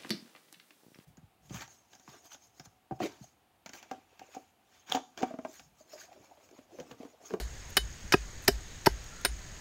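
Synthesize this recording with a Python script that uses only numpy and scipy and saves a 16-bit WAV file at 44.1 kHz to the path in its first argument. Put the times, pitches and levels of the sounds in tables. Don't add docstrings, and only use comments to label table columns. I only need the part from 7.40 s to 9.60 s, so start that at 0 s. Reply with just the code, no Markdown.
import sys
import numpy as np
from scipy import signal
from scipy.io import wavfile
from scipy.ndimage import uniform_filter1d

SR = 44100
rng = np.random.default_rng(int(sys.argv[2]) if len(sys.argv) > 2 else 0)


def transcribe(u):
    v = np.clip(np.atleast_2d(u).T, -1, 1)
    q = np.round(v * 32767).astype(np.int16)
    wavfile.write(sys.argv[1], SR, q)


def field_ratio(decibels):
    return 10 ** (np.asarray(decibels, dtype=float) / 20)


N = 97108
LEAD = 2048

# (frequency [Hz], level per Hz [dB])
WASH_SPECTRUM = [(20, -1.5), (70, -3.5), (250, -19.5), (1200, -26.5), (5500, -28), (8200, -33.5),
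                 (9300, -48), (15600, -44)]
WASH_DB, WASH_TOP_HZ, WASH_ABOVE_DB = -47, 15800, -25
HUM_HZ, HUM_WIDTH_HZ, HUM_DB = 1776, 460, -58.5
# (frequency [Hz], width [Hz], level [dB], throb depth [0-1])
INSECT_BANDS = [(6600, 700, -56, 0.63), (8130, 240, -72.5, .3), (4500, 620, -70, .3)]
THROBS_PER_S = 39.5
# (time [s], frequency [Hz], level [dB])
BIRD_NOTE = [
    (1.62, 1330, -67),
    (1.68, 1350, -65),
    (1.79, 1400, -53),
    (1.86, 1340, -75),
]
# (frequency [Hz], t60 [s])
TREE_DECAY = [(200, 0.098), (1000, 0.076), (4000, 0.18), (9000, 0.18), (15000, 0.11)]
TREES_DB, GROUND_BOUNCE_S, GROUND_BOUNCE_DB = -17.5, .0021, -20

GROUND_HZ, GROUND_PEAK_S, GROUND_RISE_S, GROUND_FALL_S = 53.8, 0.0722, 0.037, 0.02
GROUND_ECHO_S, GROUND_ECHO_DB, GROUND_ECHO_HZ, GROUND_ECHO_T60 = .135, -8, 54, 0.21
# (time [s], level [dB], frequency [Hz])
CHIP_TICKS = [(.296, -54, 12000), (0.304, -52, 14000), (0.307, -53, 11500), (0.7523, -44, 9000),
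              (1.025, -52, 12500), (1.040, -46, 13500), (1.049, -48, 12000), (1.0513, -57.5, 13000),
              (1.449, -50, 13000), (1.451, -41, 3000), (1.53, -58, 13500), (1.642, -52, 12000),
              (1.815, -54, 12500)]
# (time [s], level [dB], frequency [Hz])
SPLINTERS = [(0.3687, -22, 11000), (.3732, -23, 4800), (.7248, -31, 12000), (.7398, -29, 4500),
             (0.745, -32, 4500), (1.0813, -16, 11300), (1.468, -25.5, 11000), (1.8515, -27, 12000)]

# (time [s], knock [dB], sharpness [dB], ground wave [dB])
LANDINGS = [
    (-.019, -5.5, -17, -32),
    (.374, -28, -3, -32.5),
    (.7382, -10, 1.5, -35),
    (1.0842, -13.5, -7, -30.5),
    (1.4681, -11, 1.5, -33),
    (1.853, -31, -1, -32.5),
]
# (frequency [Hz], level [dB], thud lag [s], ring length [factor])
CRACKS = [(702, 1, 0.00199, 1.14), (825, -1, 0.00385, 1.23), (2462, -2.5, 0.00443, 1.04),
          (670, -4, 0.0012, 1.77), (910, 2, .004, 0.86), (729.6, 3.5, 0.00416, 1.5)]
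# (time after landing [s], level [dB])
BOUNCES = [
    (0, -1.5),
    (.0013, 4.5),
    (.0031, 0),
    (.0044, -2),
]
# (frequency [Hz], level [dB], t60 [s])
SNAP_MODES = [(780, -17, 0.023), (1006, -12.5, 0.017), (1320, -6, 0.01), (1618, -1, 0.03),
              (1790, -9, 0.013), (2900, -10.5, .012), (4580, -15, .012)]
# (frequency [Hz], level [dB], t60 [s])
STUMP_MODES = [(154, -12, 0.045), (252.3, -4, 0.03), (376, -11.5, .035), (393.8, 3, 0.032),
               (560, -14, 0.035), (706, -1, 0.033)]
PUSH_S, THUD_S = .00006, .00035
CRACK_T60, CHATTER_DB, KNOCK_LOW_CUT_HZ = 0.022, -13.5, 140

# (time [s], length [s], fade over the stroke [dB], rise [s], steel ring [dB])
CUTS = [
    (-.024, 0.015, -8.5, 0.0015, -14),
    (0.369, 0.0092, -8.5, 0.00067, -2.5),
    (0.7227, 0.019, -13, 0.00036, -11),
    (1.077, 0.0082, -4.5, 0.0053, -9),
    (1.4594, 0.0091, 1.5, .001, -22),
    (1.849, .010, -9, 0.00083, -3),
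]
# (stick [Hz], stick [dB], edge squeal [Hz], squeal [dB], bare crackle [dB])
CUT_COLOURS = [(1650, -2, 4400, -4.5, 6.5), (1582, 9, 4830, -4, 0), (1560, 7.5, 5000, -0.5, -9),
               (1560, -3, 5220, 4, 2), (1616, -2.5, 5150, -4.5, -9.5), (1960, 2.5, 4160, -6, -1.5)]
# (ratio to its pitch [1], level [dB], t60 [s])
STICK_MODES = [(.53, -4.5, .015), (1, -24, 0.063), (1.2, -2, .015), (1.36, -3.5, 0.011),
               (1.57, -8.5, 0.014), (1.95, -9.5, .015), (2.7, -6, .02)]
# (frequency [Hz], level [dB], t60 [s])
STEEL_MODES = [(3017, -1.5, 0.089), (3786, -9.5, 0.078), (4360, -16, 0.029), (5130, -13, 0.024),
               (5440, -21, 0.028), (7030, -9, 0.027), (9020, -10.5, 0.055), (10500, -13, 0.036),
               (11560, -22, 0.031), (13500, -23, .025)]
# (frequency [Hz], level per Hz [dB])
FIBRE_SPECTRUM = [(120, -32), (200, -15.5), (1670, 7), (3430, -5), (5250, -6.5), (7740, -11), (15000, -4.5),
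                  (16500, -54)]
FIBRES_PER_S, FIBRE_SPREAD_DB, LET_GO_T60 = 14000, 4, 0.027
STEEL_SPREAD_DB, SQUEAL_WIDTH_HZ = 3.7, 420
ENTRY_S, ENTRY_FLOOR, BITE_DB = 0.0013, 0.57, 13
CUT_DB, CUT_LOW_CUT_HZ = -21.5, 290


def evened(x):
    return x / np.sqrt(np.mean(x ** 2) + 1e-20)


def read(points, hz):
    f, value = np.transpose(points)
    return np.interp(np.log(hz + 1), np.log(f + 1), value)


def add(mix, s, sound):
    part = mix[LEAD + round(s * SR):][:len(sound)]
    part += sound[:len(part)]


def low_cut(x, hz):
    return signal.sosfilt(signal.butter(2, hz, "high", fs=SR, output="sos"), x)


def resonate(x, hz, width):
    turn = np.exp(2j * np.pi * np.cumsum(hz * np.ones(len(x))) / SR)
    r = np.exp(-np.pi * width / SR)
    return 2 * (turn * signal.lfilter([1 - r], [1, -r], x / turn + 1e-18)).real


def ring(modes, detune):
    t = np.arange(6000) / SR
    out = 0
    for (hz, db, t60), d in zip(modes, detune):
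        out = out + field_ratio(db - 60 * t / t60) * np.sin(2 * np.pi * hz * d * t)
    return out / np.linalg.norm(out)


def colour(points):
    log_gain = np.log(field_ratio(read(points, abs(np.fft.fftfreq(2048, 1 / SR)))))
    phase = -signal.hilbert(log_gain).imag
    taps = np.fft.ifft(np.exp(log_gain + 1j * phase)).real[:1024]
    return taps / np.linalg.norm(taps)


def bump(width):
    u = np.arange(-3 * width, 3 * width, 1 / SR) / width
    return np.exp(-u * u) / np.exp(-u * u).sum()


def wash():
    frames, hz = N // 256 + 5, np.fft.rfftfreq(1024, 1 / SR)
    a, b, patches = rng.standard_normal((frames, 513, 3)).T
    patches = evened(uniform_filter1d(uniform_filter1d(patches, 12, 0), 14, 1))
    level = read(WASH_SPECTRUM, hz) + WASH_ABOVE_DB * (hz > WASH_TOP_HZ)
    z = (a + 1j * b) * field_ratio(level[:, None] + 1.37 * patches)
    return field_ratio(WASH_DB) * evened(signal.istft(z, nperseg=1024, noverlap=768)[1][:N])


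def hum():
    return field_ratio(HUM_DB) * evened(resonate(rng.standard_normal(N), HUM_HZ, HUM_WIDTH_HZ))


def insects():
    out = np.zeros(N)
    for hz, width, db, depth in INSECT_BANDS:
        noise, wander, drift = rng.standard_normal((3, N))
        rate = THROBS_PER_S * (1 + .03 * evened(uniform_filter1d(wander, 3000)))
        turns = np.cumsum(rate) / SR
        throb = 1 - depth * (1 - np.exp(-(turns % 1) / 0.26))
        swell = field_ratio(0.5 * evened(uniform_filter1d(uniform_filter1d(drift, 2000), 2000)))
        band = resonate(resonate(noise * throb * swell, hz, width), hz, 1.1 * width)
        out += field_ratio(db) * evened(band)
    return out


def bird():
    s, hz, db = np.transpose(BIRD_NOTE)
    t = np.arange(N) / SR
    glide = np.interp(t, s, hz)
    note = evened(resonate(resonate(rng.standard_normal(N), glide, 87.4), glide, 120))
    return field_ratio(np.interp(t, s, db, -120, -120)) * note


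def trees(x):
    taps = np.zeros(SR // 2)
    at = np.arange(120, len(taps) - 20, 20)
    taps[at + rng.integers(0, 20, len(at))] = rng.choice([-1., 1.], len(at))
    hz, t, z = signal.stft(taps, SR, nperseg=128)
    tail = signal.istft(z * field_ratio(-60 * t / read(TREE_DECAY, hz)[:, None]), SR, nperseg=128)[1]
    tail = field_ratio(TREES_DB) * tail / np.linalg.norm(tail)
    tail[round(GROUND_BOUNCE_S * SR)] += field_ratio(GROUND_BOUNCE_DB)
    return signal.fftconvolve(x, tail)[:len(x)]


def ground(level_db):
    t = np.arange(20000) / SR
    s = t - GROUND_PEAK_S
    packet = np.exp(-(s / np.where(s < 0, GROUND_RISE_S, GROUND_FALL_S)) ** 2 / 2)
    main = packet * np.cos(2 * np.pi * GROUND_HZ * s)
    r = t - GROUND_ECHO_S
    decay = field_ratio(GROUND_ECHO_DB - 60 * np.maximum(r, 0) / GROUND_ECHO_T60)
    back = np.clip(1 + r / 0.038, 0, 1) * decay * np.cos(2 * np.pi * GROUND_ECHO_HZ * r)
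    return field_ratio(level_db) * np.minimum(t / 0.015, 1) * (main + back)


def tick(level_db, hz):
    t = np.arange(200) / SR
    crackle = rng.standard_normal(200) * np.exp(-t / 0.00052)
    return field_ratio(level_db) * 3 * resonate(crackle, hz, 0.63 * hz)


def knock(level_db, sharp_db, crack_hz, crack_db, lag, linger):
    push = np.zeros(400)
    size = rng.uniform(0.49, 1.9, 8)
    for k, (s, db) in enumerate(BOUNCES):
        push[round(s * SR)] += size[k] * field_ratio(db) * (-1) ** k
    detune = 1 + 0.01 * rng.standard_normal(10)
    bright = field_ratio(sharp_db) * ring(SNAP_MODES, detune)
    bright += field_ratio(crack_db) * ring([(crack_hz, 0, CRACK_T60)], [1])
    chatter = signal.fftconvolve(np.convolve(push, bump(PUSH_S)), bright)[:6000]
    stump = ring([(hz, db, t60 * linger) for hz, db, t60 in STUMP_MODES], 1 + (detune - 1) / 2)
    late_push = np.r_[np.zeros(round(lag * SR)), bump(THUD_S)]
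    thud = np.convolve(late_push, stump)[:6000]
    return field_ratio(level_db + 22.5) * low_cut(field_ratio(CHATTER_DB) * chatter + thud, KNOCK_LOW_CUT_HZ)


def cut(length, sag_db, rise, steel_db, stick_hz, stick_db, squeal_hz, squeal_db, bare_db):
    t = np.arange(3000) / SR
    u, e, sign = rng.random((3, 3000))
    snap_size = field_ratio(-FIBRE_SPREAD_DB * np.log(e + 0.03))
    snaps = evened((u < FIBRES_PER_S / SR) * snap_size * np.sign(sign - .5))
    fade_db = sag_db * np.minimum(t / length, 1) - 60 * np.maximum(t - length, 0) / LET_GO_T60
    tearing = snaps * np.minimum(t / rise, 1) * field_ratio(fade_db)

    entry = 0.33 * tearing * (ENTRY_FLOOR + 1.9 * np.exp(-t / ENTRY_S))
    entry[round(rise * SR / 2)] += field_ratio(BITE_DB)
    d, grip = rng.standard_normal((2, 12))
    steel = [(hz, db + STEEL_SPREAD_DB * g, t60) for (hz, db, t60), g in zip(STEEL_MODES, grip)]
    struck = field_ratio(stick_db) * ring(STICK_MODES, stick_hz * (1 + .02 * d))
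    struck += field_ratio(steel_db + 9.5) * ring(steel, 1 + 0.001 * d)

    scraped = field_ratio(squeal_db) * ring([(squeal_hz, 0, 1.7 / SQUEAL_WIDTH_HZ)], [1])
    scraped[:1024] += field_ratio(bare_db) * colour(FIBRE_SPECTRUM)
    sound = signal.fftconvolve(entry, struck) + signal.fftconvolve(tearing, scraped)
    return low_cut(field_ratio(CUT_DB) * sound, CUT_LOW_CUT_HZ)


def scene():
    chops, soil = np.zeros((2, N + LEAD))
    for (s, *stroke), tone in zip(CUTS, CUT_COLOURS):
        add(chops, s, cut(*stroke, *tone))
    for (s, db, sharp_db, ground_db), crack in zip(LANDINGS, CRACKS):
        add(chops, s, knock(db, sharp_db, *crack))
        add(soil, s, ground(ground_db))
    for s, db, hz in CHIP_TICKS + SPLINTERS:
        add(chops, s, tick(db, hz))
    near = (chops + trees(chops) + soil)[LEAD:]
    return (near + wash() + hum() + insects() + bird())[None]


def roll_off(x):
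    return signal.sosfilt(signal.butter(12, 16810, fs=SR, output="sos"), x)


def record(dry):
    taps = signal.firwin(255, 15850, window=("kaiser", 5), fs=SR)
    mix = signal.oaconvolve(dry, taps[None], "same")
    return roll_off(mix)


dry = scene()
out = record(dry)
transcribe(out)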